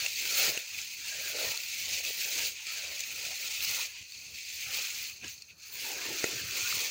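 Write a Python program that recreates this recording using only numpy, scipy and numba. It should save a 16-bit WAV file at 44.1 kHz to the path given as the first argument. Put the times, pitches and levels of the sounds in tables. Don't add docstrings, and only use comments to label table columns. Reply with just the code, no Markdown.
import sys
import numpy as np
from scipy import signal
from scipy.fft import rfft, irfft
from scipy.io import wavfile
from scipy.ndimage import uniform_filter1d
from numba import njit

SR = 44100
rng = np.random.default_rng(int(sys.argv[2]) if len(sys.argv) > 2 else 0)


def digitize_waveform(pressure):
    field = np.atleast_2d(pressure).T
    bounded = np.clip(field, -1, 1)
    quanta = np.round(bounded * 32767).astype(np.int16)
    wavfile.write(sys.argv[1], SR, quanta)


N = 304290
T = np.arange(N) / SR
HZ = np.maximum(np.fft.rfftfreq(N, 1 / SR), 1)


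# peak, rise and fall in seconds, relative
# swish and crumple levels in dB, hiss offset from the swish in dB, leaf resonance in Hz.
PUSHES = [(0.035, .4, 0.11, -35, -58, -8, 1390), (0.458, 0.25, .085, -26.5, -41.5, -6.5, 1400),
          (0.2, 0.25, 0.35, -35, -76, -8, 1660), (0.548, .08, 0.16, -37.5, -54, -9, 1580),
          (0.8, 0.29, 0.095, -40.5, -61, -11, 1500), (0.89, 0.31, 0.47, -42, -68.5, -9.5, 1470),
          (1.11, 0.16, 0.24, -37.5, -55, -10.5, 1540), (1.27, 0.14, .12, -37, -51.5, -7, 1480),
          (1.445, 0.21, 0.23, -33.5, -49, -7, 1360), (1.79, 0.39, 0.32, -36.5, -62, -8.5, 1500),
          (1.969, .17, 0.086, -33.5, -56.5, -10, 1590), (2.054, .05, 0.23, -35, -58.5, -6, 1600),
          (2.21, 0.047, 0.11, -34.5, -55, -5, 1620), (2.45, 0.39, 0.1, -32, -51.5, -7.5, 1550),
          (2.59, .1, 0.13, -41.5, -66, -15.5, 1500), (2.71, 0.11, 0.56, -37.5, -54, -11.5, 1470),
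          (2.964, 0.1, 0.91, -43, -75, -9, 1510), (3.278, 0.37, 0.13, -40.5, -57, -8, 1470),
          (3.5, 0.49, .2, -37, -59.5, -8.5, 1460), (3.72, 0.27, 0.19, -33, -53, -6.5, 1260),
          (3.825, 0.12, 0.055, -35, -51.5, -7, 1260), (3.985, 0.55, 0.15, -45, -68, -16.5, 1560),
          (4.166, 0.21, 0.78, -46, -72, -12.5, 1490), (4.381, 0.063, 0.097, -42, -79, -10, 1400),
          (4.5, 0.14, 0.29, -42, -84, -13.5, 1510), (4.63, 0.14, 0.063, -40.5, -60, -8, 1600),
          (4.77, 0.16, 0.22, -35, -52, -7.5, 1380), (5.03, 0.63, .15, -38.5, -59.5, -8, 1350),
          (5.16, 0.11, 0.18, -49.5, -83, -15, 1500), (5.251, 0.043, 0.053, -42, -54, -30, 1510),
          (5.29, 0.074, .12, -43.5, -65, -9.5, 1500), (5.378, .03, 0.19, -51.5, -76, -12, 1510),
          (5.504, 0.055, 0.06, -53, -71, -17, 1420), (5.643, .1, .13, -49, -69, -13, 1380),
          (5.855, .22, 0.15, -38.5, -64, -4.5, 1650), (6.022, 0.32, 0.11, -40.5, -49.5, -13, 1530),
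          (6.255, 0.53, 0.48, -36, -49, -10, 1440), (6.58, 0.11, 0.13, -34.5, -51, -8.5, 1310),
          (6.76, 0.35, 0.38, -32.5, -48.5, -9, 1170)]

def arm_pushes():
    swells = np.array([swell(*row[:3]) for row in PUSHES])
    swish_db, crumple_db, hiss_offset_db, leaf_hz = np.transpose(PUSHES)[3:]
    blades = blade_swish(summed_db(swells, swish_db), summed_db(swells, swish_db + hiss_offset_db))
    leaves = leaf_crumple(summed_db(swells, crumple_db), leading_pitch(swells, crumple_db, leaf_hz))
    return blades + leaves


# centre in Hz, width in Hz, relative lift in dB.
PORT_MODES = [(2544, 650, 9.5), (4380, 1240, 6), (6393, 930, 6)]
# frequency in Hz, gain in dB.
BLADE_SPECTRUM = [(700, -20.5), (1300, -54), (1750, -7.5), (2150, 0.5), (3200, -1), (5400, -2.5),
                  (7300, -2.5), (8400, -10.5), (10000, -15.5), (14000, -25)]
# frequency in Hz, gain in dB.
HISS_SPECTRUM = [(4000, -13.5), (7000, -10), (8600, -6), (9700, 0.5), (10600, -7), (12400, 0), (13900, -8),
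                 (14700, 13), (15700, 7.5)]

def blade_swish(level_db, hiss_db):
    snags = catches(per_s=150, decay_s=0.0014, strength=0.2) * undb(0.81 * walk(32) + 0.26 * walk(440))
    friction = slips(per_s=7000, spread_db=2.5, smooth=1.0) * snags
    friction = patchy(friction, depth_db=1.64, size=384)
    port_db = sum(db / (1 + (2 * (HZ - hz) / width) ** 2) for hz, width, db in PORT_MODES)
    firm = unit(colour(friction, BLADE_SPECTRUM, port_db))
    light = unit(colour(friction, BLADE_SPECTRUM, 2.12 * port_db))
    lightness = np.clip((-40 - level_db) / 13, 0, 1)
    blades = (1 - lightness) * firm + lightness * light
    flat = colour(blades, [(2900, 0.5), (3900, -4), (5000, -52)])
    edge = blades - flat
    firm_edge_db, light_edge_db = -2.5, -0.5
    edge_db = (1 - lightness) * firm_edge_db + lightness * light_edge_db + 0.18 * walk(54)
    flat_below_db = -13
    edge_db += 0.68 * np.minimum(hiss_db - level_db - flat_below_db, 0)
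    flat_share = np.sqrt(np.clip(1 - undb(edge_db) ** 2, .1, 1))
    body = unit(flat) * flat_share * undb(0.13) + unit(edge) * undb(edge_db)
    brushing = slips(per_s=9000, spread_db=4.0, smooth=1.0) * snags * undb(0.42 * walk(150))
    brushing = patchy(brushing, depth_db=3.0, size=384)
    hiss = unit(colour(brushing, HISS_SPECTRUM)) * undb(hiss_db + 4.5 + 1.06 * walk(19))
    return body * undb(level_db) + hiss


# frequency in Hz, gain in dB.
LEAF_SPECTRUM = [(150, -32), (400, -24.5), (700, -8), (900, -1), (1150, -6), (1450, -2), (1800, 2.5),
                 (2400, -9.5), (4000, -49)]

def leaf_crumple(level_db, leaf_hz):
    crackles = slips(per_s=2000, spread_db=1.8, smooth=0.94) * undb(0.85 * walk(55) + walk(16))
    leaf = unit(ring(ring(crackles, leaf_hz, 380), leaf_hz, 940))
    broad = patchy(colour(crackles, LEAF_SPECTRUM), depth_db=6.5, size=1024)
    return unit(.5 * leaf + broad) * undb(level_db + 0.47)


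# peak, rise and fall in seconds,
# relative level in dB, hollow resonance in Hz.
LEAF_DRAGS = [(0.062, .06, 0.025, -50.5, 644), (0.24, 0.13, 0.28, -62.5, 410),
              (0.455, 0.18, 0.17, -45, 550), (1.157, 0.077, 0.36, -58.5, 530), (1.41, 0.12, 0.17, -43, 563),
              (1.955, 0.19, .13, -57.5, 630), (2.107, 0.086, 0.012, -51, 500),
              (2.41, .28, 0.14, -53.5, 493), (2.872, 0.2, 0.24, -57, 584), (3.24, 0.15, .1, -60, 510),
              (3.32, 0.063, 0.036, -50, 690), (3.42, 0.081, 0.16, -61.5, 526), (3.82, 0.3, 0.085, -61, 566),
              (4.8, 0.18, 0.084, -59, 490), (5.242, 0.018, 0.029, -52, 270), (5.955, 0.21, 0.1, -52, 450),
              (6.094, 0.1, 0.17, -48, 395), (6.263, 0.061, .25, -49, 420), (6.549, 0.066, 0.13, -53, 417),
              (6.822, 0.19, 0.54, -55.5, 510)]

def case_scrape():
    swells = np.array([swell(*row[:3]) for row in LEAF_DRAGS])
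    peak_db, hollow_hz = np.transpose(LEAF_DRAGS)[3:]
    centre_hz = leading_pitch(swells, peak_db, hollow_hz) * np.exp(0.052 * walk(25))
    judder = slips(per_s=830, spread_db=2.6, smooth=1.0) * undb(1.9 * walk(44))
    hollow = ring(ring(judder, centre_hz, 210), centre_hz, 480)
    hollow = colour(hollow, [(120, -5.0), (300, -3.5), (850, -8.5), (1150, -14)])
    return unit(hollow) * undb(summed_db(swells, peak_db) + 0.67)


# start in seconds, relative level in dB, ring in Hz.
STALK_FLICKS = [(0.0618, -15, 2700), (0.158, -24, 4500), (0.5746, -16, 2730), (0.6784, -28, 2650),
                (0.7871, -23, 2310), (0.8145, -24, 6170), (1.5734, -21, 4380), (1.6024, -27, 2600),
                (1.6337, -25, 4670), (2.0484, -22, 2540), (2.6673, -25, 2450), (2.9921, -24, 6080),
                (3.0034, -22, 7110), (3.036, -24, 2490), (3.6042, -21, 2610), (3.6464, -20, 4980),
                (4.1205, -30, 4450), (5.2435, -30, 2900), (5.2794, -27, 6700), (5.3777, -40, 4420),
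                (5.4206, -31, 4430), (5.9155, -25, 2750), (6.2425, -19, 6700), (6.5086, -23, 2590),
                (6.7248, -23, 1300)]

def stalk_ticks():
    out, t = np.zeros(N), T[:SR // 25]
    envelope = t ** 2 * np.exp(-t / .0009)
    no_bass = signal.butter(4, 1900, "high", fs=SR, output="sos")
    for start_s, db, stalk_hz in STALK_FLICKS:
        crack = signal.sosfilt(no_bass, rng.standard_normal(len(t))) * envelope
        stalk = np.sin(2 * np.pi * stalk_hz * t) * envelope
        port = sum(ring(crack, hz, width) for hz, width, _ in PORT_MODES) + 0.087 * crack
        tick = unit(stalk) + .8 * unit(port)
        add(out, start_s, tick / np.abs(tick).max() * undb(db - 1.5))
    return colour(out, [(7500, 0), (11000, -8)])


# start in seconds, peak level in dB, contact brightness in Hz,
# chatter decay in seconds.
STALK_HITS = [(0.482, -24.5, 1510, 0.013), (0.493, -30.5, 150, 0.029), (0.574, -25, 2500, 0.012),
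              (2.669, -45, 1600, .015), (5.239, -50, 150, 0.019), (6.2421, -10, 1900, .009)]
# centre in Hz, width in Hz, gain in dB.
CASE_MODES = [(155, 200, -4), (408, 164, 9), (590, 200, -41), (1430, 130, 0), (1960, 260, 8),
              (4620, 700, -4.5), (6550, 640, 8.5)]

def stalk_knocks():
    out, t = np.zeros(N), T[:SR // 6]
    for start_s, db, bright_hz, decay_s in STALK_HITS:
        force = 0.02 * rng.standard_normal(len(t)) * undb(-20 * t / decay_s)
        force[0] += 2
        force = signal.sosfilt(signal.butter(1, bright_hz, fs=SR, output="sos"), force)
        knock = sum(undb(mode_db) * ring(force, hz, width) for hz, width, mode_db in CASE_MODES)
        add(out, start_s, knock / np.abs(knock).max() * undb(db))
    return out


# peak in seconds, relative level in dB.
GRIP_SHIFTS = [(0.02, -65), (0.495, -53), (1.17, -61), (1.32, -63), (1.475, -52), (1.82, -60), (2.42, -63),
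               (3.25, -60), (3.32, -61), (3.48, -65), (3.70, -56), (4.02, -60), (4.18, -61.5), (4.68, -58),
               (4.77, -66), (5.13, -64), (5.26, -54), (5.38, -70), (5.531, -67), (5.84, -68), (6.11, -53),
               (6.35, -51), (6.44, -50), (6.50, -53), (6.64, -56), (6.76, -50), (6.89, -59)]
# frequency in Hz, gain in dB.
GRIP_SPECTRUM = [(20, -42), (45, -22), (70, 2), (105, 6.5), (150, 1), (230, -8), (400, -10), (1200, -58)]

def grip_rumble():
    times, peak_db = np.transpose(GRIP_SHIFTS)
    swells = np.array([swell(peak_s, rise_s=0.048, fall_s=0.05) for peak_s in times])
    rumble = colour(slips(per_s=680, spread_db=-1.0, smooth=0.83), GRIP_SPECTRUM)
    return unit(rumble) * undb(summed_db(swells, peak_db) - 1.3)


# frequency in Hz, gain in dB.
AIR_SPECTRUM = [(20, -34), (45, -18), (75, -1), (120, -7.5), (200, -14.5), (500, -17), (1500, -27),
                (6000, -35)]

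def open_air(level_db=-66.5):
    wavering = rng.standard_normal(N) * undb(3.4 * walk(4.3))
    return unit(colour(wavering, AIR_SPECTRUM)) * undb(level_db)


def slips(per_s, spread_db, smooth):
    happens = rng.random(N) < per_s / SR
    sizes = rng.choice([-1, 1], N) * undb(spread_db * np.minimum(rng.exponential(size=N), 5))
    return unit(unit(happens * sizes) + smooth * rng.standard_normal(N))


def catches(per_s, decay_s, strength):
    release = (rng.random(N) < per_s / SR) * rng.exponential(size=N)
    energy = signal.lfilter([1], [1, -np.exp(-1 / (decay_s * SR))], release)
    return np.sqrt(1 + strength * energy)


def patchy(x, depth_db, size):
    bands = signal.stft(x, nperseg=size)[2]
    drift = rng.standard_normal(bands.shape)
    drift = uniform_filter1d(uniform_filter1d(drift, size=3, axis=0), size=6, axis=1)
    return unit(signal.istft(bands * undb(depth_db * unit(drift)), nperseg=size)[1][:N])


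def swell(peak_s, rise_s, fall_s, roundness=1.75):
    away = np.maximum((peak_s - T) / rise_s, (T - peak_s) / fall_s)
    return undb(-20 * np.minimum(away, 10) ** roundness)


def summed_db(swells, levels_db):
    return 10 * np.log10(undb(levels_db) ** 2 @ swells ** 2 + 1e-12)


def leading_pitch(swells, levels_db, hz):
    power = (swells * undb(levels_db)[:, None]) ** 2 + 1e-18
    return hz @ power / power.sum(axis=0)


def walk(rate):
    spectrum = rfft(rng.standard_normal(N))
    return unit(irfft(spectrum / (1 + (HZ / rate) ** 4) / (1 + (rate / 5 / HZ) ** 4), N))


def colour(x, points, lift_db=0):
    hz, db = np.transpose(points)
    return irfft(rfft(x) * undb(np.interp(np.log(HZ), np.log(hz), db) + lift_db), N)


def ring(x, hz, width_hz):
    return bandpass(x + 1e-18, hz * np.ones(len(x)), float(width_hz))


@njit
def bandpass(x, hz, width_hz):
    y, band_state, low_state = np.empty(len(x)), 0., 0.
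    for i in range(len(x)):
        tuning, damping = np.tan(np.pi * hz[i] / SR), width_hz / hz[i]
        band = (band_state + tuning * (x[i] - low_state)) / (1 + tuning * (tuning + damping))
        band_state = 2 * band - band_state
        low_state += 2 * tuning * band
        y[i] = damping * band
    return y


def undb(db):
    return 10 ** (np.asarray(db) / 20)


def unit(x):
    return x / np.std(x)


def add(out, start_s, sound):
    start = max(int(start_s * SR), 0)
    out[start:start + len(sound)] += sound[:N - start]


def scene():
    mono = arm_pushes() + case_scrape() + grip_rumble() + stalk_ticks() + stalk_knocks() + open_air()
    return np.array([mono, mono])


def record(dry):
    cutoff_hz = 15800
    return signal.sosfilt(signal.ellip(12, .2, 75, cutoff_hz, fs=SR, output="sos"), dry)


dry = scene()
out = record(dry)
digitize_waveform(out)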